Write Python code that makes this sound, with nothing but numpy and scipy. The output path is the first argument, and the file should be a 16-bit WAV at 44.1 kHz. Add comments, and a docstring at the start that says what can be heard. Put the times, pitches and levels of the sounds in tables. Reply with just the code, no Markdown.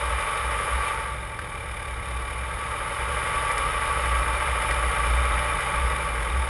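"""Under a vehicle with its four-cylinder diesel running and the drive shaft turning.
It opens on a short pull: firings knock, loaded gears rattle in their casing, the exhaust booms under
the floor. After a second the engine sinks back and the rattle thins, while the driveline hums on, slowly
gaining speed. From two seconds a longer, harder pull builds and sets the casing singing; the revs peak
just past five seconds, then ease off. Now and then, all the way through, a slack joint clacks shut."""
import sys
import numpy as np
from scipy import signal
from scipy.fft import rfft, irfft, next_fast_len
from scipy.io import wavfile
from scipy.ndimage import map_coordinates

SR = 44100
rng = np.random.default_rng(int(sys.argv[2]) if len(sys.argv) > 2 else 0)


def log_audio(samples):
    """Write samples as a 16-bit WAV file to the path given in sys.argv[1]."""
    # one column per channel
    frames = np.atleast_2d(samples).T
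    # limit to full scale, then quantise
    limited = np.clip(frames, -1, 1)
    pcm = np.round(limited * 32767).astype(np.int16)
    wavfile.write(sys.argv[1], SR, pcm)


N = 286197


def amp(db):
    """Decibels to gain."""
    return 10 ** (np.asarray(db) / 20)


def unit(x):
    """Scale to rms 1."""
    return x / np.sqrt(np.mean(x ** 2) + 1e-20)


def along(points, hz):
    """An EQ curve: (Hz, dB) points read on a log frequency axis."""
    freqs, db = np.transpose(points)
    return np.interp(np.log(hz + 1), np.log(freqs), db)


def envelope(points):
    """Straight ramps through (seconds, value) points, one value a sample."""
    seconds, values = np.transpose(points)
    return np.interp(np.arange(N) / SR, seconds, values)


def wobble(per_second):
    """A smooth random drift with so many knots a second."""
    knots = rng.standard_normal(int(N * per_second / SR) + 4)
    return map_coordinates(knots, [np.arange(N) * per_second / SR])


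def resonance(hz, centre_hz, width_hz):
    """Bell-shaped gain, 1 at the centre."""
    return 1 / (1 + (2 * (hz - centre_hz) / width_hz) ** 2)


def coloured(x, gain_db):
    """Minimum-phase EQ that follows gain_db(Hz), so peaks ring after the hit."""
    size = 2 ** 15
    cepstrum = irfft(np.log(amp(gain_db(np.fft.rfftfreq(size, 1 / SR)))), size)
    cepstrum[1:size // 2] *= 2
    cepstrum[size // 2 + 1:] = 0
    return signal.fftconvolve(x, irfft(np.exp(rfft(cepstrum)), size))[:N]


def noise(eq):
    """Noise of rms 1 shaped by an EQ curve."""
    return unit(coloured(rng.standard_normal(N), lambda hz: along(eq, hz)))


def impacts(per_second, spread_db):
    """Tiny blows at random moments, their sizes scattered by spread_db."""
    blows = (rng.random(N) < per_second / SR) * rng.choice([-1, 1], N)
    return unit(blows * amp(spread_db * rng.standard_normal(N)))


def surge(crank, depth_db, scatter_db):
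    """A swell at every firing, no two equally strong."""
    firing = np.round(crank).astype(int)
    strength = rng.standard_normal(firing.max() + 1)[firing]
    swell = np.cos(2 * np.pi * crank)
    return unit(amp(depth_db * swell + scatter_db * strength * (1 + swell) / 2))


def casing(force, eq):
    """A force, shaped by its EQ curve, rings the gearbox casing."""
    # The casing's resonances and hollows. Each row: centre in Hz, width in Hz, boost or cut in dB.
    modes = [(470, 108, 6.4), (593, 123, 12.1), (647, 60, -8.8), (825, 107, 5.7), (888, 49, 10.8),
             (1086, 108, 3.6), (1153, 82, 14.7), (1253, 48, 7.0), (1290, 33, 9.0), (1412, 75, 5.6),
             (1490, 13, 6.3), (1605, 61, 7.1), (1956, 96, 4.3), (2136, 161, 5.0), (2357, 72, 9.1),
             (2838, 136, -6.3), (2940, 160, 5.8), (3261, 165, -4.4), (3690, 180, 4.7), (5237, 1080, 8.9),
             (6002, 656, -12.1), (6753, 1080, 8.9), (8377, 488, 7.3), (9016, 175, 6.5), (9641, 62, 8.5),
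             (9942, 324, 5.9), (10396, 53, 6.1), (10722, 78, 8.5), (10849, 65, 12.0), (11115, 34, 8.9)]
    modes_db = lambda hz: sum(db * resonance(hz, centre, width) for centre, width, db in modes)
    return coloured(force, lambda hz: along(eq, hz) + modes_db(hz))


def underbody(x, wet_db, t60):
    """Short treble echoes between the panels colour the clatter with fine, steady peaks."""
    t = np.arange(SR // 10) / SR
    tail = rng.standard_normal(len(t)) * amp(-60 * t / t60)
    echoes = signal.fftconvolve(x, tail / np.linalg.norm(tail))[:N]
    low_cut = lambda hz: along([(1600, -29), (3200, -3.5), (9000, -1.0)], hz)
    return x + amp(wet_db) * coloured(echoes, low_cut)


def driveline(load_db):
    """The spinning shaft hums, rumbles and shakes the body: all grow with speed, the shudder with load."""
    # The pitch of the shaft. Each row: time in seconds, hum in Hz.
    hum_pitch = [(0, 100.7), (.3, 102), (1.2, 107.6), (3.4, 110.4), (4.8, 118.4), (5.8, 121), (6.49, 116.3)]
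    # The sub-bass shake and the rumble above it. Each row: frequency in Hz, relative level in dB.
    shudder_eq = [(8, -23), (20, -17), (28, -7), (35, -6), (46, 3), (53, -1), (62, -27), (120, -77)]
    rumble_eq = [(40, -33.5), (75, 8.5), (95, -4.5), (130, 0), (175, -2.5), (230, -12.5), (340, -10.5),
                 (520, -14), (1000, -61)]
    hz = envelope(hum_pitch)
    speed = hz / hz.mean()
    hum = amp(-42.5 + 0.51 * wobble(5.3)) * speed ** 1.5 * np.sin(2 * np.pi * np.cumsum(hz) / SR)
    shudder = amp(-41 + .3 * load_db + wobble(3.8)) * speed ** 4.0 * noise(shudder_eq)
    rumble = amp(-43.5) * speed ** 4.3 * noise(rumble_eq)
    return hum + rumble + shudder


def exhaust(crank, rate, load_db):
    """The firing tone grows with load; its third harmonic swells as it crosses the pipe's resonance."""
    phase = 2 * np.pi * crank
    firing_tone = amp(-43.5 + .7 * load_db) * np.cos(phase)
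    third = amp(-46) * resonance(3 * rate, centre_hz=144, width_hz=24) * np.cos(3 * phase)
    return firing_tone + third


def floor_boom(crank, rate, boom_hz, width_hz):
    """Gas pulses stir one deep resonance, which locks on to the firings when their rate comes near it."""
    # The swells of the boom under the floor. Each row: time in seconds, level in dB.
    swells = [(0, -28.5), (.18, -30.5), (.3, -57), (.48, -26.5), (.66, -41), (.75, -30), (.85, -40),
              (1.6, -44), (1.75, -37), (2.5, -34), (2.8, -40.5), (3.15, -34), (3.7, -40), (4.27, -27.5),
              (4.62, -34), (5.22, -24.5), (5.5, -29), (5.62, -42.5), (5.86, -27.5), (6.08, -34.5),
              (6.4, -26), (6.49, -35)]
    band_db = lambda hz: 20 * np.log10(resonance(hz, boom_hz, width_hz) + 1e-6)
    stirred = unit(coloured(rng.standard_normal(N), band_db))
    locked = 3 * resonance(rate, boom_hz, width_hz) ** 2 * np.cos(2 * np.pi * crank)
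    swing = signal.hilbert(stirred + locked)
    boom = unit(swing.real / np.sqrt(np.abs(swing) ** 2 + .5))  # evens the swing from cycle to cycle
    waver_db = 2.5 * wobble(per_second=14)
    return amp(envelope(swells) + waver_db) * boom


def clacks(ring_t60, tick_t60):
    """A joint snaps its slack shut: a short cluster of steel modes and a bright tick."""
    # Each row: start in seconds, level in dB, ring pitch in Hz, tick offset in dB ahead of its EQ.
    hits = [(0.226, -22, 2370, -13), (1.3907, -19.5, 1570, -19), (3.273, -20, 2120, -17),
            (3.5154, -32, 2150, 2), (3.5792, -29.5, 3580, 5.5), (4.0587, -17.5, 1960, -14),
            (4.711, -13, 1935, -15), (5.6064, -18.5, 2000, -13)]
    # The brightness of the tick. Each row: frequency in Hz, gain in dB.
    tick_eq = [(400, -28), (2000, -11), (5000, -7), (7500, -14), (10200, 5.5), (11800, -52)]
    steel = [(.83, 0.36), (1, 0.62), (1.12, 0.2)]  # Each row: pitch ratio, gain.
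    rings, ticks = np.zeros(N), np.zeros(N)
    t = np.arange(SR // 10) / SR
    for start, db, hz, tick_db in hits:
        span = slice(round(start * SR), round(start * SR) + len(t))
        ring = sum(gain * np.sin(2 * np.pi * hz * ratio * t) for ratio, gain in steel)
        rings[span] += amp(db - 60 * t / ring_t60) * ring
        ticks[span] += amp(db + tick_db - 60 * t / tick_t60) * rng.standard_normal(len(t))
    return rings + casing(ticks, tick_eq)


def singing(rate, load_db):
    """Under load, chatter keeps a few lightly damped casing modes ringing, each best at one speed."""
    # Each row: pitch in Hz, level in dB at full pull and best speed, dB gained per dB of load,
    # best speed in firings per second.
    modes = [(884, -43, 1, 52.3), (1152.5, -35.5, 1.1, 46.6), (1290, -39, 1.5, 54.4)]
    song = np.zeros(N)
    for pitch_hz, db, per_load, best_rate in modes:
        peak_db = lambda hz: 12 * np.log10(resonance(hz, pitch_hz, width_hz=30.5))
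        ring = unit(coloured(impacts(per_second=900, spread_db=2), peak_db))
        song += amp(db + per_load * load_db) * resonance(rate, best_rate, width_hz=17) * ring
    return song


def tooth_blows(crank, jitter_s, spread_db, per_cycle):
    """Blows at crank angles that come back in every four-firing cycle, each a little early or late."""
    cycles = np.arange(-1, crank[-1] / 4)[:, None]
    angles = 4 * (cycles + rng.random(per_cycle))
    at = np.interp(angles, crank, np.arange(N), left=-SR, right=2 * N)
    at += jitter_s * SR * rng.standard_normal(angles.shape)
    sizes = rng.choice([-1, 1], per_cycle) * amp(spread_db * rng.standard_normal(angles.shape))
    inside = (at >= 0) & (at < N)
    return unit(np.bincount(at[inside].astype(int), sizes[inside], N))


def gears(crank, load_db):
    """Teeth rattle across their backlash, harder under load; their sharp edges add a fizz."""
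    # The midrange rattle and the fizz on top. Each row: frequency in Hz, relative level in dB.
    rattle_eq = [(100, -27.5), (230, -20.5), (400, -12.5), (750, -12.5), (1200, -7.5), (2000, -6.5),
                 (2700, -15), (4000, -41), (7000, -76)]
    fizz_eq = [(1200, -55), (2400, -14.5), (3100, -12), (3700, -19.5), (4300, -30), (7700, -35),
               (9700, -19.5), (10900, -19.5), (11450, -30.5), (11900, -50), (12600, -40), (13300, -42)]
    teeth = tooth_blows(crank, jitter_s=.00008, spread_db=1.7, per_cycle=72)
    strays = 0.86 * impacts(per_second=4000, spread_db=1.5)
    blows = (teeth + strays) * surge(crank, depth_db=0.2, scatter_db=0)
    edges = impacts(per_second=6000, spread_db=1.5) * surge(crank, depth_db=0, scatter_db=1.7)
    rattle = amp(-28 + load_db) * unit(casing(blows, rattle_eq))
    fizz = amp(-37.5 + 0.92 * load_db) * unit(casing(edges, fizz_eq))
    return rattle + fizz


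def knock(crank, crossover_hz):
    """Each firing shakes a burst of metallic clatter out of the engine, sharpest in the treble."""
    # The strength of the knock. Each row: time in seconds, level in dB.
    fader = [(0, -36), (.8, -41), (1.25, -39.5), (1.7, -38.5), (2.2, -37.5), (3, -39), (4, -39),
             (5.2, -33.5), (6, -35.5), (6.49, -34)]
    # The colour of the combustion force. Each row: frequency in Hz, relative level in dB.
    combustion_eq = [(100, -21.5), (230, -17), (370, -16.5), (750, -12), (1040, -13), (1200, -19),
                     (1700, -10.5), (2400, -9), (2800, -29), (3550, -17), (4300, -34), (7700, -38.5),
                     (9700, -21.5), (10900, -35), (11800, -37.5), (13300, -50)]
    sharp = impacts(per_second=12000, spread_db=1.5) * surge(crank, depth_db=8, scatter_db=1.2)
    even = impacts(per_second=6000, spread_db=0) * surge(crank, depth_db=1, scatter_db=-0.4)
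    band = lambda x, side: signal.sosfilt(signal.butter(3, crossover_hz, side, fs=SR, output="sos"), x)
    force = band(sharp, "high") + band(even, "low")
    return amp(envelope(fader)) * unit(casing(force, combustion_eq))


def scene():
    """Engine speed and load drive the mix: clattering metal, echoing off the panels, over a bass bed."""
    # Engine speed. Each row: time in seconds, firings per second.
    revs = [(0, 44.98), (.55, 51.27), (1.02, 51.56), (1.45, 37.91), (2.0, 34.35), (2.8, 41.96),
            (3.3, 48.47), (4.5, 56.45), (5.2, 59.79), (5.75, 51.53), (6.49, 38.2)]
    # Gear load: pull, lull, long pull, easing off. Each row: time in seconds, dB against a full pull.
    load = [(0, -1.3), (.88, -0.05), (1.02, -4), (1.26, -11), (1.95, -9.5), (2.55, -6), (3.22, 0),
            (4.7, 0.3), (5.75, -0.64), (6.49, -5)]
    rate, load_db = envelope(revs), envelope(load)
    crank = .26 + np.cumsum(rate) / SR  # position, counted in firings
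    joints = clacks(ring_t60=.04, tick_t60=.035)
    metal = knock(crank, crossover_hz=1500) + gears(crank, load_db) + singing(rate, load_db) + joints
    boom = floor_boom(crank, rate, boom_hz=62.03, width_hz=8.3)
    bass = exhaust(crank, rate, load_db) + boom + driveline(load_db)
    return (underbody(metal, wet_db=-6.5, t60=0.1) + bass)[None]


def record(dry):
    """A brick-wall low-pass takes off the very top of the treble."""
    top_hz = 13520
    size = next_fast_len(N + SR // 2)
    passband = np.fft.rfftfreq(size, 1 / SR) < top_hz
    return irfft(rfft(dry, size) * passband, size)[:, :N]


dry = scene()
out = record(dry)
log_audio(out)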